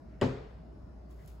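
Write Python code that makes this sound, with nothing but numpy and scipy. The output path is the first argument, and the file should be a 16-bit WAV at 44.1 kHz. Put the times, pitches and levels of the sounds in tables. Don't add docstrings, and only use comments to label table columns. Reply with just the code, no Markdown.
import sys
import numpy as np
from scipy import signal
from scipy.fft import rfft, irfft, next_fast_len
from scipy.io import wavfile
from scipy.ndimage import uniform_filter1d, map_coordinates

SR = 44100
rng = np.random.default_rng(int(sys.argv[2]) if len(sys.argv) > 2 else 0)


def field_ratio(decibels):
    return 10 ** (np.asarray(decibels, dtype=float) / 20)


def waveform_to_disk(signal):
    frames = np.transpose(np.atleast_2d(signal))
    scaled = np.clip(frames, -1, 1) * 32767
    samples = np.round(scaled).astype(np.int16)
    wavfile.write(sys.argv[1], SR, samples)


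N = 61739

HUM_HZ, HUM_DB, HUM_WAVER_DB = 58.8, -44.5, 0.5
# time_s, level_db
HUM_SWELL = [(0, -26), (.08, -5), (.5, -5.5), (.85, -5), (1.4, -1.5)]
TONE_DB, PATCHY_DB = -51.5, 2.5
# freq_hz, level_db
TONE_COLOUR = [(20, -39), (28, -36), (36, -5), (60, 2), (90, -2), (170, -5), (250, -6.5), (400, -11.5),
               (500, -18.5), (620, -13), (800, -20), (1200, -25.5), (2500, -41.5), (3500, -46.5),
               (5200, -43), (6500, -52.5), (10000, -54), (14000, -61), (15000, -57)]
# freq_hz, likeness
TONE_ALIKE = [(60, 0.84), (180, 0.87), (550, 0.25), (1650, 0.14), (4970, 0.34), (15000, -0.45)]
# centre_hz, level_db, half_amplitude_width_hz
WHINES = [(601, -70.5, 4), (631, -70.5, 4.4), (3005, -96.5, 7), (3500, -100, 7.3), (4050, -98, 7.2),
          (4500, -97, 3.7), (5100, -93, 4.4), (5190, -99, 8), (5400, -99, 4.3), (6360, -102, 5)]
# time_s, level_db
SWING = [(0, -89), (.1, -75.5), (.14, -70), (.19, -76.5), (.22, -59.5), (1.4, -120)]
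# freq_hz, level_db
SWING_COLOUR = [(600, -39), (1200, 6), (1900, 6), (2800, -4.5), (5000, -22), (9000, -48)]

# time_s, crack_db, ring_db
CONTACTS = [(.2135, -34, -31), (.2172, -35, -37)]
# freq_hz, level_db, t60_s
CATCH_MODES = [(1920, -3.5, 0.029), (2940, -3, 0.02), (3240, -8.5, 0.013), (4830, -12, .012),
               (7060, -7.5, 0.0058)]
# freq_hz, level_db
CRACK_COLOUR = [(300, 10), (1000, 18), (2000, 1), (3000, 1), (4000, -12), (5000, 11), (6000, -31),
                (7200, -11), (9000, -17), (15000, -42)]
CRACK_T60_S, CRACK_RISE_S = .012, 0.00013
# time_s, blow_db
BLOWS = [(.2148, -27), (.22, -21)]
# freq_hz, level_db, t60_s, rise_s, left_over_right_db
PANEL_MODES = [(100, 2, 0.16, 0.0034, -1.5), (245.5, -4.5, 0.23, 0.0025, 6.5), (391, 1, 0.06, 0.00017, 0.5),
               (566.3, -5.5, 0.08, 0.00077, 6.5), (883, -11, 0.17, .0005, -1),
               (1127, -11, 0.078, 0.0014, -0.5), (1544, -15, 0.043, 0.00029, 1)]
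# freq_hz, level_db, t60_s, rise_s, left_over_right_db
CARCASS_MODES = [(45.76, -40.5, 1.16, 0.067, 1), (129.74, -29.5, 0.61, 0.073, 1.1),
                 (131.57, -27.5, 0.54, 0.064, 0.82), (200.5, -37.5, 0.44, 0.016, 2.2),
                 (264.15, -25.5, 0.36, 0.011, 1.2), (364.3, -29, 0.3, 0.003, 1), (398, -42, 0.32, .01, 1),
                 (405.2, -35.5, 0.56, 0.016, 2), (441.6, -36.5, 0.48, 0.019, 2),
                 (536, -34.5, 0.4, 0.0029, 2.2)]

# freq_hz, level_db
THUD_COLOUR = [(35, -54), (60, -12.5), (160, -10), (300, -16.5), (420, -7), (620, -14.5), (800, -17.5),
               (1500, -25.5), (2500, -31), (4180, -35.5), (7000, -47.5), (9000, -48.5), (11000, -58.5),
               (13400, -56), (15800, -68)]
# freq_hz, t60_s
ROOM_T60 = [(100, 0.91), (500, 0.69), (2000, 0.8), (6000, 0.67), (12000, 0.34)]
# freq_hz, likeness
ROOM_ALIKE = [(60, 0.77), (180, 1), (550, 0.17), (1650, 0.12), (4970, 0.41), (15000, 0.01)]
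ROOM_DB, ROOM_RISE_S = -33, 0.0085
EARLY_DB, EARLY_T60_S = 6.5, 0.2

# time_s, level_db
SCUFF = [(1.06, -100), (1.07, -105), (1.11, -74.5), (1.158, -82), (1.246, -76), (1.262, -75), (1.27, -79),
         (1.276, -68), (1.31, -73.5), (1.39, -85.5)]
# freq_hz, level_db
SCUFF_COLOUR = [(800, 1), (2000, 5.5), (4500, 1), (7000, 0), (11000, -0.5), (15500, 2)]
SCUFF_DB, GRIT_PER_S = 6, 730
# time_s, level_db
BRUSH = [(1.18, -91), (1.193, -70), (1.215, -73), (1.24, -73), (1.26, -95)]
# freq_hz, level_db
BRUSH_COLOUR = [(700, -26), (1300, -2), (2000, 12), (2700, -13), (4000, -25)]
# time_s, level_db, freq_hz, t60_s
STEPS = [(1.113, -43, 100, 0.04)]
# time_s, level_db, freq_hz
TICKS = [(1.111, -56, 9000), (1.193, -62, 2000), (1.197, -62, 2000), (1.2613, -46, 12000),
         (1.2755, -56, 5000), (1.2784, -41, 12000)]
TICK_T60_AT_6KHZ_S, TICK_ROOM_DB = .002, -6

# freq_hz, left_over_right_db
LEFT_OVER_RIGHT = [(60, 0), (180, 2.0), (550, 0.0), (1650, 1.5), (4970, 4.5), (15000, -3.5)]
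LOW_CUT_HZ, TOP_HZ = 23.4, 15850
TREBLE_HZ, TREBLE_LEAD_S, TREBLE_SHARE = 6300, 1 / 4480, .96


def unit(x):
    return x / np.sqrt(np.mean(x ** 2) + 1e-20)


def along(points, hz):
    f, v = np.transpose(points)
    return np.interp(np.log(hz + 1), np.log(f + 1), v)


def curve(rows):
    s, level_db = np.transpose(rows)
    return field_ratio(np.interp(np.arange(N) / SR, s, level_db, left=-150, right=-150))


def since(s):
    return np.maximum(np.arange(N) / SR - s, 0)


def noise():
    return rng.standard_normal((2, N))


def filtered(x, response):
    m = next_fast_len(N + 8192)
    return irfft(rfft(x, m) * response(np.fft.rfftfreq(m, 1 / SR)), m)[..., :N]


def paired(pair, colour, alike):
    def mid_side_gain(hz):
        angle = np.arccos(np.clip(along(alike, hz), 0, 1)) / 2
        return field_ratio(along(colour, hz)) * np.array([np.cos(angle), np.sin(angle)])
    mid, side = filtered(pair, mid_side_gain)
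    return np.array([mid + side, mid - side])


def patchy(depth_db, wide=3, long=12):
    z = signal.stft(noise(), nperseg=1024)[2]
    field = rng.standard_normal(z.shape[1:])
    field = uniform_filter1d(field, size=wide, axis=0)
    field = uniform_filter1d(field, size=long, axis=1)
    return signal.istft(z * field_ratio(depth_db * unit(field)), nperseg=1024)[1][:, :N]


def banded_decay(pair, t60s, start_s):
    hz, frame_s, z = signal.stft(pair, SR, nperseg=256)
    late_s = np.maximum(frame_s - start_s, 0)
    return signal.istft(z * field_ratio(-60 * late_s / along(t60s, hz)[:, None]), SR, nperseg=256)[1]


def ringing(modes, s, blow_db):
    t = since(s)
    out = np.zeros((2, N))
    for hz, level_db, t60_s, rise_s, pan_db in modes:
        decay = field_ratio(blow_db + level_db - 60 * t / t60_s)
        mode = np.sin(2 * np.pi * hz * t) * decay * (1 - np.exp(-t / rise_s))
        out += mode * field_ratio([[pan_db / 2], [-pan_db / 2]])
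    return out


def compressor_hum():
    waver = map_coordinates(rng.standard_normal(20), [np.arange(N) * 9 / SR])
    sine = np.sqrt(2) * np.sin(2 * np.pi * HUM_HZ * np.arange(N) / SR)
    return sine * field_ratio(HUM_DB + HUM_WAVER_DB * waver) * curve(HUM_SWELL)


def room_tone():
    return field_ratio(TONE_DB) * unit(paired(patchy(PATCHY_DB), TONE_COLOUR, TONE_ALIKE))


def refrigerator_whines():
    out = np.zeros((2, N))
    for centre_hz, level_db, width_hz in WHINES:
        band = filtered(noise(), lambda hz: 1 / (1 + (2 * (hz - centre_hz) / width_hz) ** 2))
        out += field_ratio(level_db) * unit(band)
    return out


def swing_rustle():
    return unit(paired(noise(), SWING_COLOUR, [(1000, .4)])) * curve(SWING)


def catch():
    out = np.zeros((2, N))
    for s, crack_db, ring_db in CONTACTS:
        t = since(s)
        for hz, level_db, t60_s in CATCH_MODES:
            out += np.sin(2 * np.pi * hz * t) * field_ratio(ring_db + level_db - 60 * t / t60_s)
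        grain = unit(paired(noise(), CRACK_COLOUR, [(500, 1.0), (5000, .7)]))
        out += grain * field_ratio(crack_db - 60 * t / CRACK_T60_S) * (1 - np.exp(-t / CRACK_RISE_S))
    return out


def door():
    panel = sum(ringing(PANEL_MODES, s, blow_db) for s, blow_db in BLOWS)
    return panel + ringing(CARCASS_MODES, BLOWS[0][0], 0)


def kitchen_answer():
    start_s = CONTACTS[0][0]
    t = since(start_s)
    thud = unit(paired(patchy(1.5, long=4), THUD_COLOUR, ROOM_ALIKE))
    tail = banded_decay(thud, ROOM_T60, start_s)[:, :N]
    early = field_ratio(EARLY_DB - 60 * t / EARLY_T60_S)
    return field_ratio(ROOM_DB) * tail * (1 - np.exp(-t / ROOM_RISE_S)) * (1 + early)


def gritty():
    return noise() * (1 + 3.1 * (rng.random(N) < GRIT_PER_S / SR))


def slipper_scuff():
    drag = unit(paired(gritty(), SCUFF_COLOUR, [(2000, 0.21)])) * curve(SCUFF)
    brush = unit(paired(gritty(), BRUSH_COLOUR, [(2000, 0.58)])) * curve(BRUSH)
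    return field_ratio(SCUFF_DB) * drag + brush


def footfall():
    out = np.zeros((2, N))
    for s, level_db, hz, t60_s in STEPS:
        t = since(s)
        out += np.sin(2 * np.pi * hz * t) * field_ratio(level_db - 60 * t / t60_s)
    return out


def floor_ticks():
    out = np.zeros((2, N))
    for s, level_db, hz in TICKS:
        t = since(s)
        t60_s = TICK_T60_AT_6KHZ_S * 6000 / hz
        click = np.sin(2 * np.pi * hz * t) * field_ratio(level_db - 60 * t / t60_s)
        tail = banded_decay(rng.standard_normal((2, int(0.21 * SR))), ROOM_T60, 0)
        tail /= np.linalg.norm(tail[0])
        out += click + field_ratio(TICK_ROOM_DB) * signal.fftconvolve(click[None], tail, axes=1)[:, :N]
    return out


def scene():
    background = compressor_hum() + room_tone() + refrigerator_whines() + swing_rustle()
    shutting = catch() + door() + kitchen_answer()
    return background + shutting + slipper_scuff() + footfall() + floor_ticks()


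def roll_off(x):
    return signal.sosfilt(signal.butter(12, 16180, fs=SR, output="sos"), x)


def record(dry):
    def pair_response(hz):
        balance = field_ratio(along(LEFT_OVER_RIGHT, hz) * np.array([[.5], [-.5]]))
        low_cut = (1j * hz / (LOW_CUT_HZ + 1j * hz)) ** 2
        return balance * (hz < TOP_HZ) * low_cut

    def share(hz):
        return TREBLE_SHARE * np.clip((hz - TREBLE_HZ) / 600 + .5, 0, 1)

    left, right = filtered(dry, pair_response)
    own = filtered(right, lambda hz: np.sqrt(1 - share(hz) ** 2))
    shared = filtered(left, lambda hz: share(hz) * np.exp(2j * np.pi * hz * TREBLE_LEAD_S))
    return roll_off(np.array([left, own - shared]))


dry = scene()
out = record(dry)
waveform_to_disk(out)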